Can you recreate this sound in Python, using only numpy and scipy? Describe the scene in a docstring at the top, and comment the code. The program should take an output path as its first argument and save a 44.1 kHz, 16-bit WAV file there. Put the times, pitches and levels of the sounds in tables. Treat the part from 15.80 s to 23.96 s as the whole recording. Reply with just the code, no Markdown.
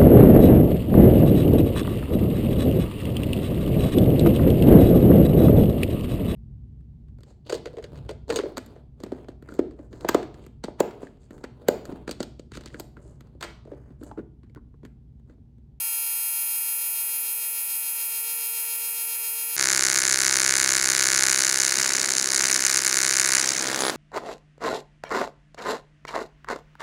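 """You hear a welding arc, close up: a fast buzz, then a slower, harsher one that sputters and dies away.
The arc welds an aluminium box in a workshop on alternating current. Twice a cycle the current reverses
and the arc snaps (a pressure step, coloured by the box); between the snaps it hisses (coloured noise).
The first stretch runs seven times faster, like a time-lapse; the rest is at natural speed.
Dull thumps, hollow pops and thin pips come late; fans, gas flow, machine tones and a roar lie behind."""
import sys
import numpy as np
from scipy import signal
from scipy.fft import rfft, irfft, next_fast_len
from scipy.io import wavfile
from scipy.ndimage import uniform_filter1d

SR = 44100
rng = np.random.default_rng(int(sys.argv[2]) if len(sys.argv) > 2 else 0)


def pcm_store(signal):
    """Save signal as 16-bit PCM."""
    levels = np.round(np.clip(np.atleast_2d(signal), -1, 1) * 32767)
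    wavfile.write(sys.argv[1], SR, levels.astype(np.int16).T)


N = 359856
T = np.arange(N) / SR  # time of each sample, s

# Levels of the fast arc before the rod's dabs ripple them. Each row: start in seconds, then in dB
# the lead snap, the hiss, the crack of the main snap, its ring in the box, its hum.
FAST_LEVELS = [(0, -31, -43, -29, -38.5, -66), (.6, -34, -42.5, -27.5, -40, -68.5),
               (1.3, -37, -41.5, -28, -41, -62), (1.7, -39, -42, -29.5, -42, -62),
               (1.95, -35, -41.5, -29, -41.5, -67), (2.5, -39, -41, -29.5, -39.5, -58),
               (3.761, -36.5, -41, -30, -40, -58.5)]
# Levels of the arc at natural speed. Each row: the same columns as for the fast arc.
SLOW_LEVELS = [(3.765, -32, -35, -30.5, -39, -58), (3.8, -28.5, -34, -24, -29.5, -59),
               (4.3, -25, -34, -24, -30.5, -57.5), (4.7, -27, -31.5, -23, -28.5, -55),
               (5.1, -26, -32, -24.5, -30.5, -57), (5.45, -23.5, -32, -23, -28.5, -56),
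               (5.8, -27.5, -30.5, -24, -33, -69), (6.1, -28.5, -27.5, -27, -36.5, -73),
               (6.4, -32.5, -33.5, -25, -36.5, -76), (6.65, -29, -30, -26.5, -34, -69),
               (6.9, -28.5, -29.5, -26, -32.5, -64), (7.3, -26, -33, -24.5, -31, -69),
               (7.55, -25.5, -28.5, -26, -29, -60), (7.7, -36.5, -28, -28.5, -41.5, -68),
               (7.88, -34.5, -37, -35, -36, -70), (8.0, -36, -41, -45, -44, -68),
               (8.104, -38, -42, -35, -35, -76)]
# How box and room colour the fast arc. Each row: multiple of the cycle rate, level in dB.
FAST_BOX_COLOUR = [(1, -17), (2, -16), (3, -16.5), (4, -24.8), (5, -10.5), (6, -10.5), (7, -14), (8, -21.5),
                   (9, -12.5), (10, -16), (11, -10.1), (12, -15.5), (13, -15), (14, -13), (15, -7.5),
                   (16, -14), (17, -15.5), (18, -11.5), (19, -8), (20, -2.5), (21, -5.5), (22, -0.5),
                   (23, 3.5), (24, 1), (25, -0.5), (26, 1.5), (27, 1.5), (28, 6.5), (29, 2.5), (30, -2),
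                   (31, -1), (32, 6), (33, -4), (34, -4)]
# How they colour the arc at natural speed. Each row: multiple of the cycle rate, level in dB.
SLOW_BOX_COLOUR = [(1, -29), (2, -15.5), (3, -16), (4, -20), (5, -9), (6, -10), (7, -15.5), (8, -22.5),
                   (9, -11), (10, -16.5), (11, -13), (12, -21), (13, -14), (14, -16.5), (15, -10),
                   (16, -21.5), (17, -10), (18, -11.5), (19, -8), (20, -3), (21, -5.5), (22, -2), (23, 1.5),
                   (24, -1), (25, 0), (26, 1), (27, -3), (28, 3), (29, -2), (30, -1), (31, 1), (32, 3.5),
                   (33, 1.5), (34, 3.5), (35, -1.5), (36, 0)]
# Colour of the snaps above those multiples. Each row: frequency in Hz, level in dB.
CRACK_COLOUR = [(2500, -3), (2900, -6), (3300, -15.5), (4000, -10), (5500, -14), (6200, -9.5), (7000, -6.5),
                (8000, -9.5), (9000, -9), (10700, -16.5), (11600, -28), (12500, -27), (14000, -23),
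                (15800, -37)]
# Colour of the lead snap on top of the main snap's. Each row: frequency in Hz at natural speed, dB.
LEAD_COLOUR = [(300, -31), (800, -13), (1200, -2.5), (2000, -6.5), (3000, -5.5), (4500, -2.5), (7000, 3.5),
               (8500, 6), (10000, 3.5), (12500, 8), (15800, 4)]
# Colour of the hiss. Each row: frequency in Hz at natural speed, level in dB.
HISS_COLOUR = [(60, -25.5), (300, -9.5), (900, -14), (2000, -2), (3200, -14), (4200, -6.5), (5300, -1.5),
               (6600, 2), (8000, -5.5), (10000, -4), (12000, -19), (15800, -25)]
# Steady gas fizz that follows the hiss level. Each row: frequency in Hz at natural speed, dB before a lift.
FIZZ_COLOUR = [(300, -33.5), (2000, -7), (6000, -13.5), (10000, -27), (13000, -18), (15800, -26)]
# Echoes off box walls and table top. Each row: delay in seconds at natural speed, level in dB,
# signed factor that multiplies it.
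WALL_ECHOES = [(.0013, -24.5, 0.66), (.0022, -24, -0.89), (.0036, -37, -0.37), (.0055, -26.5, -0.00046),
               (.0063, -27, -1), (.0076, -16.5, 0.46), (.0091, -28.5, -1.16)]
# How unsteady the arc is. Each row: time in seconds, factor on the scatter of the snaps.
UNSTEADINESS = [(3.76, 1.2), (5.7, 1.1), (6.1, 1.9), (6.5, 1.7), (6.8, 2.6), (7.05, 2.2), (7.3, 1.5),
                (7.6, 1.8), (8.1, 2.5)]
# Brief dips of the main snap and hiss. Each row: time in seconds, depth in dB, width in seconds.
ARC_DIPS = [(4.21, -6, 0.014), (5.01, -2, 0.022), (6.28, -4, 0.012), (7.015, -3.5, 0.032)]
# Single snaps louder than their neighbours. Each row: time in seconds, lift in dB.
SNAP_FLARES = [(3.9745, 6), (4.1875, 6.5), (5.8004, 1), (6.5459, 7), (6.6564, 5), (6.7021, 2), (6.763, 4),
               (6.8655, 1), (6.9415, 8), (6.9872, 8), (7.5542, 3.5), (7.6911, 4.5), (7.8128, 4),
               (7.8737, 7), (8.0106, 10)]
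# Top treble of the arc. Each row: time in seconds, change in dB.
TOP_TREBLE = [(5.5, -3), (6.3, -4.5), (7.55, -3.5), (7.82, -10), (8.05, -2)]
# A narrow hollow in the arc's sound. Each row: time in seconds, share taken away.
HOLLOW_SHARE = [(5.4, 0), (5.8, 0.51)]
# Ripple from the rod's dabs. One entry each for lead snap, hiss, crack, ring, hum: swing in dB.
DAB_SWING_DB = [1.1, .5, 0.78, 0.8, 1.8]
# How late each of these ripples comes. One entry each, in the same order: lag in turns of the rhythm.
DAB_LAG_TURNS = [0, .1, .13, -.1, -.3]
# Dull thumps of the dying arc. Each row: time in seconds, level in dB.
THUMP_LEVEL = [(7.5, -54), (7.85, -39.5), (7.9, -33), (7.95, -34.5), (8.0, -31), (8.05, -27), (8.1, -29.5)]
# Colour of the thumps. Each row: frequency in Hz, level in dB.
THUMP_COLOUR = [(60, -25), (150, -10.5), (400, 3), (1200, -3), (2000, -4.5), (2650, -26), (3300, -6),
                (4900, -5.5), (6100, -28), (7600, -11), (9000, -30), (12000, -38)]
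# Thin pips at the end. Each row: time in seconds, size in dB before a random spread.
PIP_SIZE = [(7.98, -40), (8.0, -26), (8.024, -28), (8.05, -28), (8.07, -24), (8.09, -29), (8.102, -25)]
# Hollow pops of the sputtering pool. Each row: time in seconds, size in dB.
POPS = [(5.9222, -17), (5.9983, -14), (6.0135, -19), (6.0439, -16), (6.0591, -18), (6.1048, -16),
        (6.12, -17), (6.1504, -16), (6.1808, -16), (6.2417, -16), (6.2874, -17.5), (6.6069, -13),
        (6.6373, -13), (6.6525, -14), (6.6986, -14), (6.759, -15), (7.5654, -17), (7.5803, -16),
        (7.6415, -18), (7.702, -22), (7.762, -19), (7.9, -16), (7.9152, -20), (7.9458, -15.5)]
# Colour of fans and gas flow at natural speed. Each row: frequency in Hz, dB per Hz, relative.
SHOP_COLOUR = [(35, -39), (60, -25), (103, -7.5), (563, -4.5), (780, -8.5), (856, 5.5), (919, -15),
               (1080, -0.5), (2690, -3.5), (6360, -6), (15800, -19)]
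# Loudness of that air noise. Each row: time in seconds, level in dB.
SHOP_LEVEL = [(3.764, -56), (3.79, -42), (6, -39.5), (6.4, -43.5), (7.6, -40), (7.9, -36.5), (8.05, -33.5),
              (8.16, -40)]
# Colour of the air noise in the fast stretch. Each row: frequency in Hz, dB per Hz, relative.
FAST_SHOP_COLOUR = [(18, -63), (30, -58), (395, -18.5), (456, -22), (752, -31), (910, -12.5), (1610, -13),
                    (2480, -7.5), (3460, -16.5), (9000, -2), (11700, -14), (19800, -120)]
# Machine tones, before each stretch shifts their pitch and the slow one their level.
# Each row: frequency in Hz, rms level in dB.
MACHINE_TONES = [(119.97, -65), (273.7, -60), (359.9, -48), (1728, -56), (1859.6, -65), (2057, -60)]
# Colour of the low roar. Each row: frequency in Hz, dB per Hz, relative.
ROAR_COLOUR = [(40, -40), (100, -15.5), (250, -1), (400, -2), (800, -6.5), (1300, -7), (2500, -32),
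               (5000, -70)]
# Loudness of the roar. Each row: time in seconds, level in dB.
ROAR_LEVEL = [(3.77, -58), (5.6, -59), (6.1, -41.5), (6.65, -43.5), (6.95, -51), (7.5, -52), (7.6, -41.5),
              (7.85, -39.5), (8.0, -36), (8.1, -36), (8.13, -35), (8.16, -35)]

CYCLE_HZ = 65.7225  # current cycles a second at natural speed
HURRY = 7  # speed of the fast stretch
POSITIVE_SHARE = .267  # part of each cycle with the electrode positive
TOP_HZ = 15850  # nothing passes above
BASS_DB, BASS_FOLLOWS = -10.5, 0.82  # bass under the ring, and how far it follows the ring's changes
# Dips of the filler rod a second at the start, their gain in Hz a second, start of the count in turns
DAB_HZ, DAB_QUICKENS, DAB_TURNS = 6.29, .32, .2
DAB_SETTLES_S = 1.5  # the rhythm grows to full depth
TICK_DB, TICK_LAG_TURNS = -26, 0.37  # a bare tick that swings with the dabs
TICK_LOW_HZ, TICK_HIGH_HZ = 2820, 8950  # band of the tick
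HOLLOW_HZ, HOLLOW_WIDTH_HZ = 3340, 160


def slow_pass():
    """Natural speed: the bass rides under the ring of the box, and a narrow hollow opens in the buzz."""
    lead, hiss, crack, ring, hum = gains(SLOW_LEVELS)
    bass = amp(BASS_DB) * ring * (ring / ring.max()) ** (BASS_FOLLOWS - 1)
    levels = [lead, hiss, crack, ring, bass, hum]
    buzz = arc(levels, SLOW_BOX_COLOUR, 3.76138, 1, edges_hz=[3300, 1200, 97])
    hollow = filtered(buzz, lambda hz: np.exp(-((hz - HOLLOW_HZ) / HOLLOW_WIDTH_HZ) ** 2))
    return buzz - curve(HOLLOW_SHARE) * hollow


def fast_pass():
    """The hurried stretch: every dab of the rod makes the levels ripple, and a bare tick swings along."""
    turns = DAB_TURNS + DAB_HZ * T + DAB_QUICKENS * T ** 2 / 2
    depth = np.minimum(T / DAB_SETTLES_S, 1)
    levels = []
    for gain, db, lag in zip(gains(FAST_LEVELS), DAB_SWING_DB, DAB_LAG_TURNS):
        ripple_db = db * depth * np.cos(2 * np.pi * (turns - lag))
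        levels.append(gain * amp(ripple_db))
    buzz = arc(levels, FAST_BOX_COLOUR, .00153, HURRY, edges_hz=[8400, 680])

    times = np.arange(.0021, FAST_LEVELS[-1][0], 1 / (CYCLE_HZ * HURRY))
    swing = depth * np.cos(2 * np.pi * (turns - TICK_LAG_TURNS))
    tick = pulses(times, np.ones(len(times))) * amp(TICK_DB) * swing
    tick = filtered(tick, lambda hz: 1 / (1 + (TICK_LOW_HZ / (hz + 1)) ** 6 + (hz / TICK_HIGH_HZ) ** 6))
    return buzz + tick


def arc(levels, box, start, speed, edges_hz):
    """Each cycle has a lead snap, a hissing half-wave and a main snap split into bands, crack to hum."""
    lead_gain, hiss_gain, *main_gains = levels
    on = lead_gain > amp(-150)
    cycle_hz = CYCLE_HZ * speed
    order, order_db = np.transpose(box)

    def main_colour(hz):
        low_db = np.interp(hz / cycle_hz, np.r_[0, order], np.r_[-60, order_db])
        return np.where(hz < order[-1] * cycle_hz, low_db, along(CRACK_COLOUR, hz))

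    def lead_colour(hz):
        return main_colour(hz) + along(LEAD_COLOUR, hz / speed)

    dips_db = sum(db * np.exp(-((T - s) / width) ** 2) for s, db, width in ARC_DIPS)
    dips = amp(dips_db)

    # The main snap: each band is what one low-pass lets through and the next one does not
    main = snap(start + POSITIVE_SHARE / cycle_hz, speed, 0.73, 1e-5, 0.13, 0.00047)
    main = near_wall(causal(main, main_colour), speed, 5.2)
    below = [filtered(main, lambda hz: 1 / (1 + (hz / edge) ** 12)) for edge in edges_hz]
    uppers, lowers = [main] + below, below + [0]
    bands = [on * dips * gain * unit(a - b) for a, b, gain in zip(uppers, lowers, main_gains)]
    crack, low_bands = bands[0], bands[1:]

    lead = snap(start, speed, 2.0, 1.5e-5, 0.6, 0.00044)
    lead = near_wall(causal(lead, lead_colour), speed, 4.7)
    snaps = flares() * (crack + lead_gain * below_top(lead))

    # Hiss: loud between lead and main snap, faint otherwise, with a quick random flicker
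    burning = ((T - start) * cycle_hz) % 1 < POSITIVE_SHARE
    flicker = amp(1.9 * unit(uniform_filter1d(rng.standard_normal(N), 28 // speed)))
    hiss = flicker * rng.standard_normal(N) * (burning + 0.12) * dips
    hiss = causal(hiss, lambda hz: along(HISS_COLOUR, hz / speed))
    fizz = causal(rng.standard_normal(N), lambda hz: along(FIZZ_COLOUR, hz / speed))
    sharp = snaps + on * hiss_gain * (below_top(hiss) + amp(5.0) * fizz)

    # The top treble changes over time and is dullest just before the end
    treble = filtered(sharp, lambda hz: 1 / (1 + (9600 * speed / (hz + 1)) ** 10))
    sharp = sharp + (amp(curve(TOP_TREBLE)) - 1) * treble
    return sum(low_bands) + box_walls(sharp, speed)


def snap(start, speed, scatter_db, jitter_s, rough, burst_s):
    """One pressure step a cycle, smeared by a short burst of sputter as the arc root finds its place."""
    times = np.arange(start % (1 / CYCLE_HZ), N / SR, 1 / (CYCLE_HZ * speed))
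    # Snaps miss more than they overshoot
    chance = np.clip(rng.standard_normal((len(times), 2)), -2.2, 1.4)
    loose = np.interp(times, *np.transpose(UNSTEADINESS))
    sizes = amp(chance[:, 0] * scatter_db * loose)
    step = pulses(times + chance[:, 1] * loose * jitter_s / speed, sizes)
    fade = np.exp(-np.arange(200) * speed / (burst_s * SR))
    burst = signal.fftconvolve(step, fade / np.linalg.norm(fade))[:N]
    sputter = rng.standard_normal(N) * burst
    sputter = sputter * np.interp(T, times, loose)  # an unsteady arc sputters more
    return rough * filtered(sputter, lambda hz: hz / speed > 2300) - step


def flares():
    """Single snaps flare up: a gain that rises for about three thousandths of a second at each."""
    db = np.zeros(N)
    for s, lift_db in SNAP_FLARES:
        db[round((s - .001) * SR):round((s + .002) * SR)] = lift_db
    return amp(uniform_filter1d(db, 20))


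def near_wall(x, speed, db):
    """The upright plate beside the arc throws the snap back a fraction of a millisecond later."""
    return filtered(x, lambda hz: 1 + amp(db) * np.exp(-2j * np.pi * hz * 0.00018 / speed))


def box_walls(x, speed):
    """The box walls and table top send back delayed copies of the higher frequencies."""
    def response(hz):
        echoes = sum(sign * amp(db) * np.exp(-2j * np.pi * hz * s / speed) for s, db, sign in WALL_ECHOES)
        return 1 + (hz / speed > 2400) * echoes
    return filtered(x, response)


def dying_arc():
    """Late sounds of the arc: a dull thump each cycle, hollow pops of the pool and a fast row of pips."""
    times = np.arange(3.7608, N / SR, 1 / CYCLE_HZ)
    blows = pulses(times, amp(rng.normal(0, 1.3, len(times))))
    thumps = gains(THUMP_LEVEL)[0] * unit(causal(blows, lambda hz: along(THUMP_COLOUR, hz)))

    t = np.arange(SR // 200) / SR
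    times = np.arange(7.9825, PIP_SIZE[-1][0], .005815)
    sizes = amp(np.interp(times, *np.transpose(PIP_SIZE)) + rng.normal(0, 3, len(times)))
    pip = np.sin(2 * np.pi * 10100 * t) * np.exp(-((t - .001) / 0.00086) ** 2)
    pips = signal.fftconvolve(pulses(times, sizes), pip)[:N]

    # The box rings briefly at each pop
    pop = np.sin(2 * np.pi * 1850 * t) * 1.8 * np.exp(-t / 0.00057) * (1 - np.exp(-t / .0001))
    pop = pop - pop.mean()
    times, db = np.transpose(POPS)
    return thumps + pips + signal.fftconvolve(pulses(times, amp(db)), pop)[:N]


def workshop():
    """Fans and gas flow as coloured noise, machine tones as sines; a low roar swells in later."""
    fast_air = amp(-49.0) * air(FAST_SHOP_COLOUR)
    fast = (T < FAST_LEVELS[-1][0]) * (fast_air + machine_tones(HURRY))
    slow_tones = (T > SLOW_LEVELS[1][0]) * amp(-2.0) * machine_tones(0.99)
    roar = gains(ROAR_LEVEL)[0] * air(ROAR_COLOUR)
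    return fast + slow_tones + roar + gains(SHOP_LEVEL)[0] * air(SHOP_COLOUR)


def machine_tones(speed):
    """Machines hum as steady sine waves, whose pitch moves with the playing speed."""
    return sum(np.sqrt(2) * amp(db) * np.sin(2 * np.pi * hz * speed * T) for hz, db in MACHINE_TONES)


def air(colour):
    """Rushing air is random noise, shaped by a colour table and set to an rms of one."""
    return unit(filtered(rng.standard_normal(N), lambda hz: amp(along(colour, hz))))


def amp(db):
    """Turn dB into a plain factor."""
    return 10 ** (np.asarray(db) / 20)


def unit(x):
    """Scale a sound to an rms of one."""
    return x / np.sqrt(np.mean(x ** 2) + 1e-20)


def curve(points):
    """Join (seconds, value) points by straight lines, one value per sample."""
    return np.interp(T, *np.transpose(points))


def along(points, hz):
    """Join (Hz, value) points by straight lines on a log frequency axis."""
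    f, v = np.transpose(points)
    return np.interp(np.log(hz + 1), np.log(f + 1), v)


def gains(rows):
    """Gain per sample for each dB column; the first is silent outside the table."""
    s, first, *rest = np.transpose(rows)
    return [amp(np.interp(T, s, first, -200, -200))] + [amp(np.interp(T, s, c)) for c in rest]


def filtered(x, response):
    """Multiply the spectrum of x by a response that depends on frequency."""
    m = next_fast_len(N + 8192)
    return irfft(rfft(x, m) * response(np.fft.rfftfreq(m, 1 / SR)), m)[:N]


def below_top(x):
    """Cut a sound off at the band limit and scale it to an rms of one."""
    return unit(filtered(x, lambda hz: hz < TOP_HZ))


def causal(x, db_of):
    """Colour x without any sound ahead of its cause (minimum phase, by folding the cepstrum)."""
    size = 4096
    cepstrum = irfft(np.log(amp(db_of(np.fft.rfftfreq(size, 1 / SR)))), size)
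    cepstrum[1:size // 2] *= 2
    cepstrum[size // 2 + 1:] = 0
    return signal.fftconvolve(x, irfft(np.exp(rfft(cepstrum)), size))[:N]


def pulses(times, sizes):
    """Place clicks at exact times, even between samples, with short windowed sinc shapes."""
    at = times[:, None] * SR
    k = np.floor(at) + np.arange(-7, 9)
    tap = np.sinc(k - at) * np.cos(np.pi * (k - at) / 16) ** 2 * sizes[:, None]
    return np.bincount(np.clip(k, 0, N).astype(int).ravel(), tap.ravel(), N + 1)[:N]


def scene():
    """Add the arc at both speeds, its dying sounds and the workshop."""
    return (fast_pass() + slow_pass() + dying_arc() + workshop())[None]


def record(dry):
    """The converter rounds off the highest peaks; nothing passes above the band limit."""
    soft = dry[0] / (1 + abs(dry[0] / .99) ** 6) ** (1 / 6)
    return filtered(soft, lambda hz: hz < TOP_HZ)[None]


dry = scene()
out = record(dry)
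pcm_store(out)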